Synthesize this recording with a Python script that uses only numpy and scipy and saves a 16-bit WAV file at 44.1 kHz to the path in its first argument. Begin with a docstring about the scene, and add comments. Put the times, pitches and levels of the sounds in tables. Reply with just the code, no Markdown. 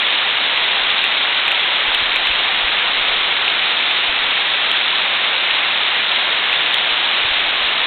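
"""A downpour drums on jungle trees, shrubs and wet ground, as a pocket camera picks it up.
Filtered noise is the wash of countless far drops; short damped tones are the nearer ones:
patter on leaves, rising plips in puddles and fat drips that smack close by.
Light wind rumbles on the microphone; the narrow-band recorder limits and clips the hardest drips."""
import sys
import numpy as np
from scipy import signal
from scipy.fft import rfft, irfft, next_fast_len
from scipy.io import wavfile
from scipy.ndimage import uniform_filter1d, minimum_filter1d

SR = 44100
rng = np.random.default_rng(int(sys.argv[2]) if len(sys.argv) > 2 else 0)


def file_out(sig):
    """Save sig as 16-bit WAV at sys.argv[1]."""
    # one column per channel
    cols = np.atleast_2d(sig).T
    # limit, then scale
    lim = np.clip(cols, -1, 1)
    pcm = np.round(lim * 32767).astype(np.int16)
    wavfile.write(sys.argv[1], SR, pcm)


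N = 346626
TIME = np.arange(N) / SR  # seconds


def undb(db):
    """Logarithmic level: decibels become an amplitude gain."""
    return 10 ** (np.asarray(db) / 20)


def unit(x):
    """Normalisation: scale a signal to an rms of 1."""
    return x / np.sqrt(np.mean(x ** 2))


def colour(x, points):
    """Spectral shaping: zero-phase filter through (Hz, dB) points joined on a log-frequency axis."""
    hz, db = np.transpose(points)
    size = next_fast_len(N + SR)
    bins = np.maximum(np.fft.rfftfreq(size, 1 / SR), 1)
    gain = undb(np.interp(np.log(bins), np.log(hz), db))
    return irfft(rfft(x, size) * gain, size)[:N]


def walk(rate):
    """Slow random fluctuation: `rate` chance levels per second, joined smoothly, with an rms of 1."""
    step = int(SR / rate)
    levels = rng.standard_normal(N // step + 2)
    return unit(uniform_filter1d(np.repeat(levels, step), step)[:N])


def add(out, s, sound):
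    """Superposition: mix a short sound in at time s, in seconds."""
    start = int(np.clip(s * SR, 0, N - 1))
    out[start:start + len(sound)] += sound[:N - start]


def ring(hz, cycles, glide=0):
    """Damped resonance: the envelope swells to 1 after `cycles` turns, then decays; pitch may rise."""
    turns = np.arange(int(10 * cycles * SR / hz)) * hz / SR
    age = turns / cycles
    envelope = age * np.exp(1 - age)
    return envelope * np.sin(2 * np.pi * turns * (1 + glide * age / 20))


def drops(rate, low_hz, high_hz, cycles, spread_db, glide=0):
    """Random impacts: `rate` drops per second, each with its own moment, pitch, damping and size."""
    out = np.zeros(N)
    for when, pitch, damping, size, side in rng.random((int(rate * N / SR), 5)):
        # small drops are common, big ones rare; either polarity
        gain = undb(-spread_db * np.log(size + 1 / 20 ** 2)) * np.sign(side - .5)
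        hz = low_hz + pitch * (high_hz - low_hz)
        add(out, when * N / SR, gain * ring(hz, cycles * 2 ** (2 * damping - 1), glide))
    return unit(out)


# Spectrum of the wind rumble. Each row: frequency in Hz, relative density in dB.
RUMBLE_SPECTRUM = [(4, -20.5), (14, 0), (25, -5), (60, -19), (130, -34), (500, -79.5)]
# Gusts on the microphone. Each row: time of the height in seconds, level there in dB before
# turbulence, length in seconds (between the points where the gust is down to 1/e).
WIND_GUSTS = [(0.86, -52, .15), (2.25, -44.5, 0.98), (3.05, -50.5, .45), (4.15, -51.5, .3), (7.35, -47, .8)]
# Single buffets of air. Each row: start in seconds, peak in dB before buffet_db, frequency in Hz.
AIR_BUFFETS = [(1.879, -36, 37.7), (2.019, -34.5, 78.1), (2.299, -32, 45), (2.64, -32, 42),
               (4.089, -35, 37.4), (7.249, -33.5, 92), (7.308, -35, 48.4), (7.639, -39, 37.2)]
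CALM_DB = -59.5  # rumble between gusts


def wind(buffet_db=4, cycles=0.25, turbulence_db=2):
    """Turbulent pressure: low noise swells unevenly in gusts, with a few soft, heavily damped thumps."""
    rumble = unit(colour(rng.standard_normal(N), RUMBLE_SPECTRUM))
    force = undb(CALM_DB)
    for s, db, length in WIND_GUSTS:
        force = force + undb(db) * np.exp(-(2 * (TIME - s) / length) ** 2)
    out = rumble * force * undb(turbulence_db * walk(6))
    for s, db, hz in AIR_BUFFETS:
        add(out, s, undb(db + buffet_db) * ring(hz, cycles))
    return out


# Rain on the distant canopy and ground. Each row: frequency in Hz, relative density in dB.
WASH_SPECTRUM = [(60, -31.5), (110, -26), (170, -22), (250, -18), (470, -12.5), (800, -8), (1150, -6.5),
                 (1600, -5), (2100, -2.5), (2700, -2.5), (3400, 0.5), (3800, 0.0), (4200, 1.5), (5000, -39)]


def far_rain(ground_db, leaves_db, roar_db=-0.47, hiss_db=-1.0, flutter_db=0.08):
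    """Incoherent sum: far drops merge into noise, a low ground roar and a high leaf hiss, each fluttering."""
    wash = colour(rng.standard_normal(N), list(WASH_SPECTRUM) + [(6000, -90.5)])
    low_pass = signal.butter(2, 1700, fs=SR, output="sos")
    roar = signal.sosfiltfilt(low_pass, wash)
    hiss = wash - roar
    low = unit(roar) * undb(ground_db + roar_db + flutter_db * walk(14))
    high = unit(hiss) * undb(leaves_db + hiss_db + flutter_db * walk(12))
    return low + high


def puddles(leaves_db):
    """Bubble resonance: drops trap small bubbles that ring briefly and rise in pitch."""
    plips = drops(rate=230, low_hz=1477, high_hz=3926, cycles=5.5, spread_db=0.5, glide=.08)
    return plips * undb(leaves_db - 16)


def patter(leaves_db):
    """Heavy damping: drops tick and tap on shrubs, whose wet leaves still each within a few cycles."""
    ticks = drops(rate=1900, low_hz=2165, high_hz=4230, cycles=0.84, spread_db=2.5)
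    taps = drops(rate=750, low_hz=701, high_hz=2310, cycles=.8, spread_db=1.5)
    return (undb(-5.5) * ticks + undb(-15.5) * taps) * undb(leaves_db)


# The fattest drips on the nearest leaves. Each row: start in seconds, envelope peak in dB
# before the recorder.
FAT_DRIPS = [(0.903, -2.5), (1.0408, 2.5), (1.4802, 0.5), (1.5179, 2.5), (1.947, 4), (2.1599, 1.5),
             (3.4806, -1.5), (4.7155, 2.5), (6.1175, -2.5), (6.5288, -0.5), (6.7436, 4.5)]
DRIPS_PER_S, DRIP_DB = 3, -6.5  # lesser drips at random moments: rate, envelope peak
LEAF_HZ, LEAF_OCTAVES = 2890, 0.26  # pitch of a struck leaf, scale of its scatter


def near_drips(cycles=1.05):
    """Impulsive excitation: branch drips smack leaves by the microphone, a few fat among many lesser."""
    moments = rng.random(int(DRIPS_PER_S * N / SR)) * N / SR
    lesser = [(s, DRIP_DB) for s in moments]
    out = np.zeros(N)
    for s, db in list(FAT_DRIPS) + lesser:
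        # leaves scatter a little further down than up
        hz = LEAF_HZ * 2 ** (LEAF_OCTAVES * rng.uniform(-1.2, 1))
        add(out, s, undb(db) * ring(hz, cycles))
    return out


GROUND_DB, LEAVES_DB = -26, -17.5  # steady rain on far ground and canopy, and on leaves
SWELL_DB, SWELLS_PER_S = 0.04, 1.0  # rms of the slight swell, its chance levels per second


def scene():
    """Common modulation: far rain, patter and puddles swell as one; drips and wind go their own way."""
    swell_db = SWELL_DB * walk(SWELLS_PER_S)
    ground_db = GROUND_DB + swell_db
    leaves_db = LEAVES_DB + swell_db
    background = wind() + far_rain(ground_db, leaves_db)
    near = puddles(leaves_db) + patter(leaves_db) + near_drips()
    return (background + near)[None]


CEILING = .72  # amplitude where limiting starts and clipping cuts


def limit(x, ratio=3.8, hold_s=.002):
    """Peak compression: a fast limiter takes most of each overshoot; what gets past it is clipped."""
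    size = int(hold_s * SR)
    gain = (CEILING / np.maximum(abs(x), CEILING)) ** (1 - 1 / ratio)
    smooth_gain = uniform_filter1d(minimum_filter1d(gain, size), size)
    return np.clip(x * smooth_gain, -CEILING, CEILING)


# The recorder's filter before sampling. Each row: frequency in Hz, gain in dB.
BEFORE_SAMPLING = [(3700, 0), (3900, -1.5), (4000, -5), (4100, -25), (4400, -90)]
# The recorder's filter after sampling. Each row: frequency in Hz, gain in dB.
AFTER_SAMPLING = [(3700, 0), (3850, -1.3), (4000, -6), (4200, -12.5), (4400, -27), (4550, -44), (4800, -90)]
SAMPLING_HZ, TOP_HZ = 8000, 15800  # slow sampling rate, final low-pass edge


def record(dry):
    """Band-limited sampling: only the voice band passes; peaks clipped at the ceiling spit some treble."""
    narrow = colour(dry[0], BEFORE_SAMPLING)
    # slow sampling mirrors the top of the band around half the sampling rate
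    sampled = narrow * (1 + 2 * np.cos(2 * np.pi * SAMPLING_HZ * TIME))
    limited = limit(colour(sampled, AFTER_SAMPLING))
    low_pass = signal.ellip(8, .1, 70, TOP_HZ, fs=SR, output="sos")
    return signal.sosfilt(low_pass, limited)[None]


dry = scene()
out = record(dry)
file_out(out)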